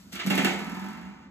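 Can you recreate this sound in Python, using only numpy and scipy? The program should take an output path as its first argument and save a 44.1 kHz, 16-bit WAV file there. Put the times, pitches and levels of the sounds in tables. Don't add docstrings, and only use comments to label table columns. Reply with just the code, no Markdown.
import sys
import numpy as np
from scipy import signal
from scipy.fft import rfft, irfft
from scipy.io import wavfile

SR = 44100
rng = np.random.default_rng(int(sys.argv[2]) if len(sys.argv) > 2 else 0)


def transcribe(signal):
    frames = np.atleast_2d(signal).T
    limited = np.clip(frames, -1, 1)
    pcm = np.round(limited * 32767).astype(np.int16)
    wavfile.write(sys.argv[1], SR, pcm)


N = 57330
T = np.arange(N) / SR
HZ = np.maximum(np.fft.rfftfreq(N, 1 / SR), 1)

# [f/Hz, level/dB per Hz]
RUMBLE_COLOUR = [(20, -27), (40, -10), (60, 7.5), (80, 3), (120, -3), (200, 10), (400, -14), (1300, -13.5),
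                 (4000, -48), (15000, -69)]
RUMBLE_DB, HUM_HZ, HUM_DB = -52, 59.5, -78

# [t/s, level/dB]
FUR_LEVEL = [(0, -56.5), (.06, -60.5), (.115, -60), (.13, -39.5), (.24, -73), (.3, -72)]
# [f/Hz, level/dB per Hz]
FUR_COLOUR = [(300, -44), (1500, 1.5), (4000, 3), (7500, 0.5), (12000, -5.5), (15000, -6)]

# [t/s, level/dB]
THUMPS = [(0.046, -43), (0.126, -29.5), (0.242, -22.5), (.263, -14), (0.303, -13.5), (0.34, -17),
          (0.382, -16.5), (0.427, -15), (0.4468, -18)]
# [f/Hz, level/dB, time to fall 60 dB/s]
WALL_MODES = [(262.7, -16, 0.16), (351.9, -24, 0.56)]
# [f/Hz, level/dB per Hz]
WALL_WASH = [(110, -38), (150, 4), (200, -14), (265, 7), (350, -18), (500, -13.5), (900, -31)]
WALL_WASH_DB = -20
BOOM_HZ, BOOM_WIDTH_HZ, BOOM_PUSH_HZ = 192.3, 22, 30
SWING_THUMP_DB, THUMP_FADE_DB_PER_S, BACK_THUMP_DB = -42, 36, -1

# [multiple of the swing rate, level/dB]
TWANG_HARMONICS = [(7, -1.5), (8, -23.5), (9, 0), (10, -8.5), (11, 0.5)]
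TWANG_DB, TWANG_FADE_DB_PER_S, TWANG_WIDTH_HZ = -33.5, 9, 32.2
TWANG_LAG_S, TWANG_ATTACK_S, TWANG_END_S, TWANG_RELEASE_S = 0.03524, 0.013, 1.142, .05

# [t/s, ring level/dB, tick level/dB]
SLIPS = [(0.1248, -46, -35), (.149, -43.5, -43), (.155, -37.5, -27.5), (.192, -36.5, -43),
         (0.198, -32.5, -40)]
# [t/s, ring level/dB, tick level/dB]
CLASHES = [(.264, -37, -23.5), (0.2713, -42, -21.5), (0.301, -29, -23), (0.3046, -26, -21.5),
           (.350, -36.5, -25), (0.3555, -36.5, -19.5), (.378, -22.5, -19.5), (0.447, -22, -15),
           (.4595, -31, -54)]

SWING_START_S, SWING_S, SWING_SHORTENS_S = .4797, .057, .0017
BACK_SWING, SWING_COUNT = .435, 19
FADE_START_S, SWING_UNEVEN_DB = 0.83, 1.5
SWING_RING_DB, RING_FADE_DB_PER_S, BACK_RING_DB = -41.5, 42.5, -1.5
SWING_TICK_DB, TICK_FADE_DB_PER_S, BACK_TICK_DB = -35, 77, -5

# [f/Hz, width/Hz, level/dB]
TICK_MODES = [(4300, 1400, -4.5), (7300, 2940, 3.5), (11880, 1230, -4)]
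# [f/Hz, level/dB per Hz]
TICK_WASH = [(2000, -11.5), (4200, -1), (5400, -1), (7200, -9), (9800, -7.5), (12300, -8), (15000, -20)]
TICK_WASH_DB = -20.5

# [f/Hz, level/dB, time to fall 60 dB/s]
SPRING_MODES = [(420, -9, 0.17), (488, -16.5, 0.55), (637.2, -13, 1), (754, -7, 0.5), (880.8, -3.5, 0.6),
                (939, -17, 0.73), (1154, -6, 0.29), (1229, -2.5, 0.12), (1303.2, 0.5, 0.3), (1333, 1, 0.31),
                (1502.4, -5, 0.36), (1757, -4.5, 0.23), (1894, -30, 0.23), (2023, -21, 0.22),
                (2390, -10, 1), (2607, -1.5, 0.18)]
SLIP_MODES_DB, CLASH_MODES_DB, SWING_MODES_DB = -17.5, -13, -8
CHATTER_PER_S, CHATTER_S, CHATTER_SHARE = 900, 0.011, 0.37
# [f/Hz, level/dB per Hz]
SLIP_WASH = [(120, -36), (280, -14), (410, 3.5), (520, -15.5), (700, -2), (900, -19), (1200, 1), (1600, -7),
             (2100, 2.5), (3300, -3.5), (5200, -14), (7000, -18.5), (12000, -37), (15000, -49)]
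CLASH_WASH = [(110, -35), (190, -10), (270, 11.5), (400, 6), (560, -1.5), (750, 4), (1000, -6), (1350, -1),
              (2300, 4), (3100, -2), (4300, -8.5), (5400, -18), (7300, -14.5), (12000, -34), (15000, -46)]
SWING_WASH = [(110, -29), (190, 9), (280, 11), (400, -1), (560, -10.5), (900, 2.5), (1350, -1), (2300, -3),
              (3200, -10), (5200, -17.5), (7300, -20), (12000, -44), (15000, -55)]
# [f/Hz, time to fall 60 dB/s]
WASH_T60 = [(150, 0.34), (400, 0.72), (1000, 0.88), (2500, 0.53), (6000, 0.72), (14000, 0.37)]
EARLY_DB, EARLY_T60_S, LATE_DB = -4.5, .13, -3.5

# [f/Hz, likeness from 0 to 1]
LIKENESS = [(100, 0.93), (250, 0.92), (500, 0.33), (1000, 0.26), (2000, 0.51), (4000, 0.44), (7000, 0.88),
            (10000, 1), (13000, 1)]
# [f/Hz, level difference/dB]
BALANCE = [(60, -6), (180, -1.5), (280, -5), (500, 0), (1000, 0.5), (2000, -1.8), (4000, 0.1), (12000, 0)]
# [f/Hz, lag/radians]
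RIGHT_LAG = [(100, -1), (1400, 0.36), (2000, 0.7), (2600, 3), (4800, 2), (5500, 4.0), (7200, 6.5),
             (9750, 9.4), (12300, 12), (15000, 16)]
CUTOFF_HZ = 16000


def from_db(db):
    return 10 ** (np.asarray(db) / 20)


def at_hz(points, hz):
    points = np.array(points)
    return np.interp(np.log(hz), np.log(points[:, 0]), points[:, 1])


def t60_from_width(width_hz):
    return np.log(1000) / (np.pi * width_hz)


def stereo_noise():
    mid, side = rfft(rng.standard_normal((2, N)))
    alike = np.clip(at_hz(LIKENESS, HZ), 0, 1)
    return np.sqrt(1 + alike) * mid + np.sqrt(1 - alike) * side * [[1], [-1]]


def coloured(noise, colour):
    x = irfft(noise * from_db(at_hz(colour, HZ)), N)
    return x / x.std()


def wash(drive, noise, colour):
    spectrum = rfft(coloured(noise, colour))
    centres = np.geomspace(110, 14080, 8)
    tail = 0
    for hz, share in zip(centres, np.eye(len(centres))):
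        band = irfft(spectrum * np.interp(np.log(HZ), np.log(centres), share), N)
        early = from_db(EARLY_DB - 60 * T / EARLY_T60_S)
        late = from_db(LATE_DB - 60 * T / at_hz(WASH_T60, hz))
        tail = tail + band * (late + early)
    return signal.fftconvolve(drive[None], tail, axes=1)[:, :N]


def ring(drive, modes):
    out = 0
    for hz, db, t60 in modes:
        r = np.exp(-np.log(1000) / (t60 * SR))
        w = 2 * np.pi * hz / SR
        mode = signal.lfilter([0, np.sin(w)], [1, -2 * r * np.cos(w), r * r], drive + 1e-18)
        out = out + from_db(db) * mode
    return out


def clicks(s, db):
    out = np.zeros(N)
    place = np.clip(np.round(s * SR).astype(int), 0, N - 1)
    np.add.at(out, place, from_db(db))
    return out


def chatter(drive):
    r = np.exp(-1 / (CHATTER_S * SR))
    share = np.clip(CHATTER_SHARE, 0, 1)
    power = signal.lfilter([1 - r], [1, -r], drive ** 2 + 1e-18)
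    touches = (rng.random(N) < CHATTER_PER_S / SR) * rng.choice([-1, 1], N)
    flurry = touches * np.sqrt(share * power * SR / CHATTER_PER_S)
    return np.sqrt(1 - share) * drive + flurry


def swings(db, fade_db_per_s, back_db):
    period = SWING_S - SWING_SHORTENS_S * np.arange(SWING_COUNT)
    out = SWING_START_S + np.cumsum(period) - period
    back = (out + BACK_SWING * period)[:-1]
    level = db - fade_db_per_s * np.maximum(T - FADE_START_S, 0)
    uneven = rng.normal(0, SWING_UNEVEN_DB, len(out))
    return from_db(level) * (clicks(out, uneven) + clicks(back, back_db))


def room_tone():
    rumble = from_db(RUMBLE_DB) * coloured(stereo_noise(), RUMBLE_COLOUR)
    hum = from_db(HUM_DB) * np.sqrt(2) * np.sin(2 * np.pi * HUM_HZ * T)
    return rumble + hum


def fur():
    level = from_db(np.interp(T, *np.transpose(FUR_LEVEL)))
    rubbing = T < FUR_LEVEL[-1][0]
    return level * rubbing * coloured(stereo_noise(), FUR_COLOUR)


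def wall():
    swing = swings(SWING_THUMP_DB, THUMP_FADE_DB_PER_S, BACK_THUMP_DB)
    drive = clicks(*np.transpose(THUMPS)) + swing
    push = signal.lfilter(*signal.iirpeak(BOOM_HZ, BOOM_HZ / BOOM_PUSH_HZ, fs=SR), drive)
    boom = ring(push, [(BOOM_HZ, 0, t60_from_width(BOOM_WIDTH_HZ))])
    no_bass = signal.butter(4, 200, "high", fs=SR, output="sos")
    upper = signal.sosfilt(no_bass, ring(drive, WALL_MODES))
    return boom + upper + from_db(WALL_WASH_DB) * wash(drive, stereo_noise(), WALL_WASH)


def twang():
    elapsed = T - SWING_START_S
    period_squared = SWING_S ** 2 - 2 * SWING_SHORTENS_S * (elapsed - TWANG_LAG_S)
    rate = 1 / np.sqrt(np.maximum(period_squared, SWING_SHORTENS_S ** 2))
    phase = 2 * np.pi * np.cumsum(rate) / SR
    tone = 0
    for multiple, db in TWANG_HARMONICS:
        k = round(multiple)
        off_peak = 2 * (k * rate - BOOM_HZ) / TWANG_WIDTH_HZ
        tone = tone + from_db(db) * np.sin(k * phase) / (1 + off_peak ** 2)
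    attack = np.clip(elapsed / TWANG_ATTACK_S, 0, 1)
    release = np.clip((TWANG_END_S - T) / TWANG_RELEASE_S, 0, 1)
    level = from_db(TWANG_DB - TWANG_FADE_DB_PER_S * np.maximum(T - FADE_START_S, 0))
    return tone * attack * release * level


def ticks():
    s, _, db = np.transpose(SLIPS + CLASHES)
    drive = clicks(s, db) + swings(SWING_TICK_DB, TICK_FADE_DB_PER_S, BACK_TICK_DB)
    direct = ring(drive, [(hz, level, t60_from_width(width)) for hz, width, level in TICK_MODES])
    return direct + from_db(TICK_WASH_DB) * wash(drive, stereo_noise(), TICK_WASH)


def spring():
    slip = chatter(clicks(*np.transpose(SLIPS)[:2]))
    clash = chatter(clicks(*np.transpose(CLASHES)[:2]))
    swing = chatter(swings(SWING_RING_DB, RING_FADE_DB_PER_S, BACK_RING_DB))
    drive = from_db(SLIP_MODES_DB) * slip + from_db(CLASH_MODES_DB) * clash
    drive = drive + from_db(SWING_MODES_DB) * swing
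    coils = stereo_noise()
    washes = wash(slip, coils, SLIP_WASH) + wash(clash, coils, CLASH_WASH) + wash(swing, coils, SWING_WASH)
    return ring(drive, SPRING_MODES) + washes


def scene():
    stopper = fur() + wall() + twang() + ticks() + spring()
    no_bass = signal.butter(6, 145, "high", fs=SR, output="sos")
    stopper = signal.sosfilt(no_bass, stopper)
    hz = np.maximum(np.fft.rfftfreq(2 * N, 1 / SR), 1)
    balance = from_db(at_hz(BALANCE, hz) * [[.5], [-.5]])
    lag = np.exp(-1j * at_hz(RIGHT_LAG, hz) * [[0], [1]])
    placed = irfft(rfft(stopper, 2 * N) * balance * lag)[:, :N]
    return room_tone() + placed


def record(dry):
    return signal.sosfilt(signal.cheby2(16, 70, CUTOFF_HZ, fs=SR, output="sos"), dry)


dry = scene()
out = record(dry)
transcribe(out)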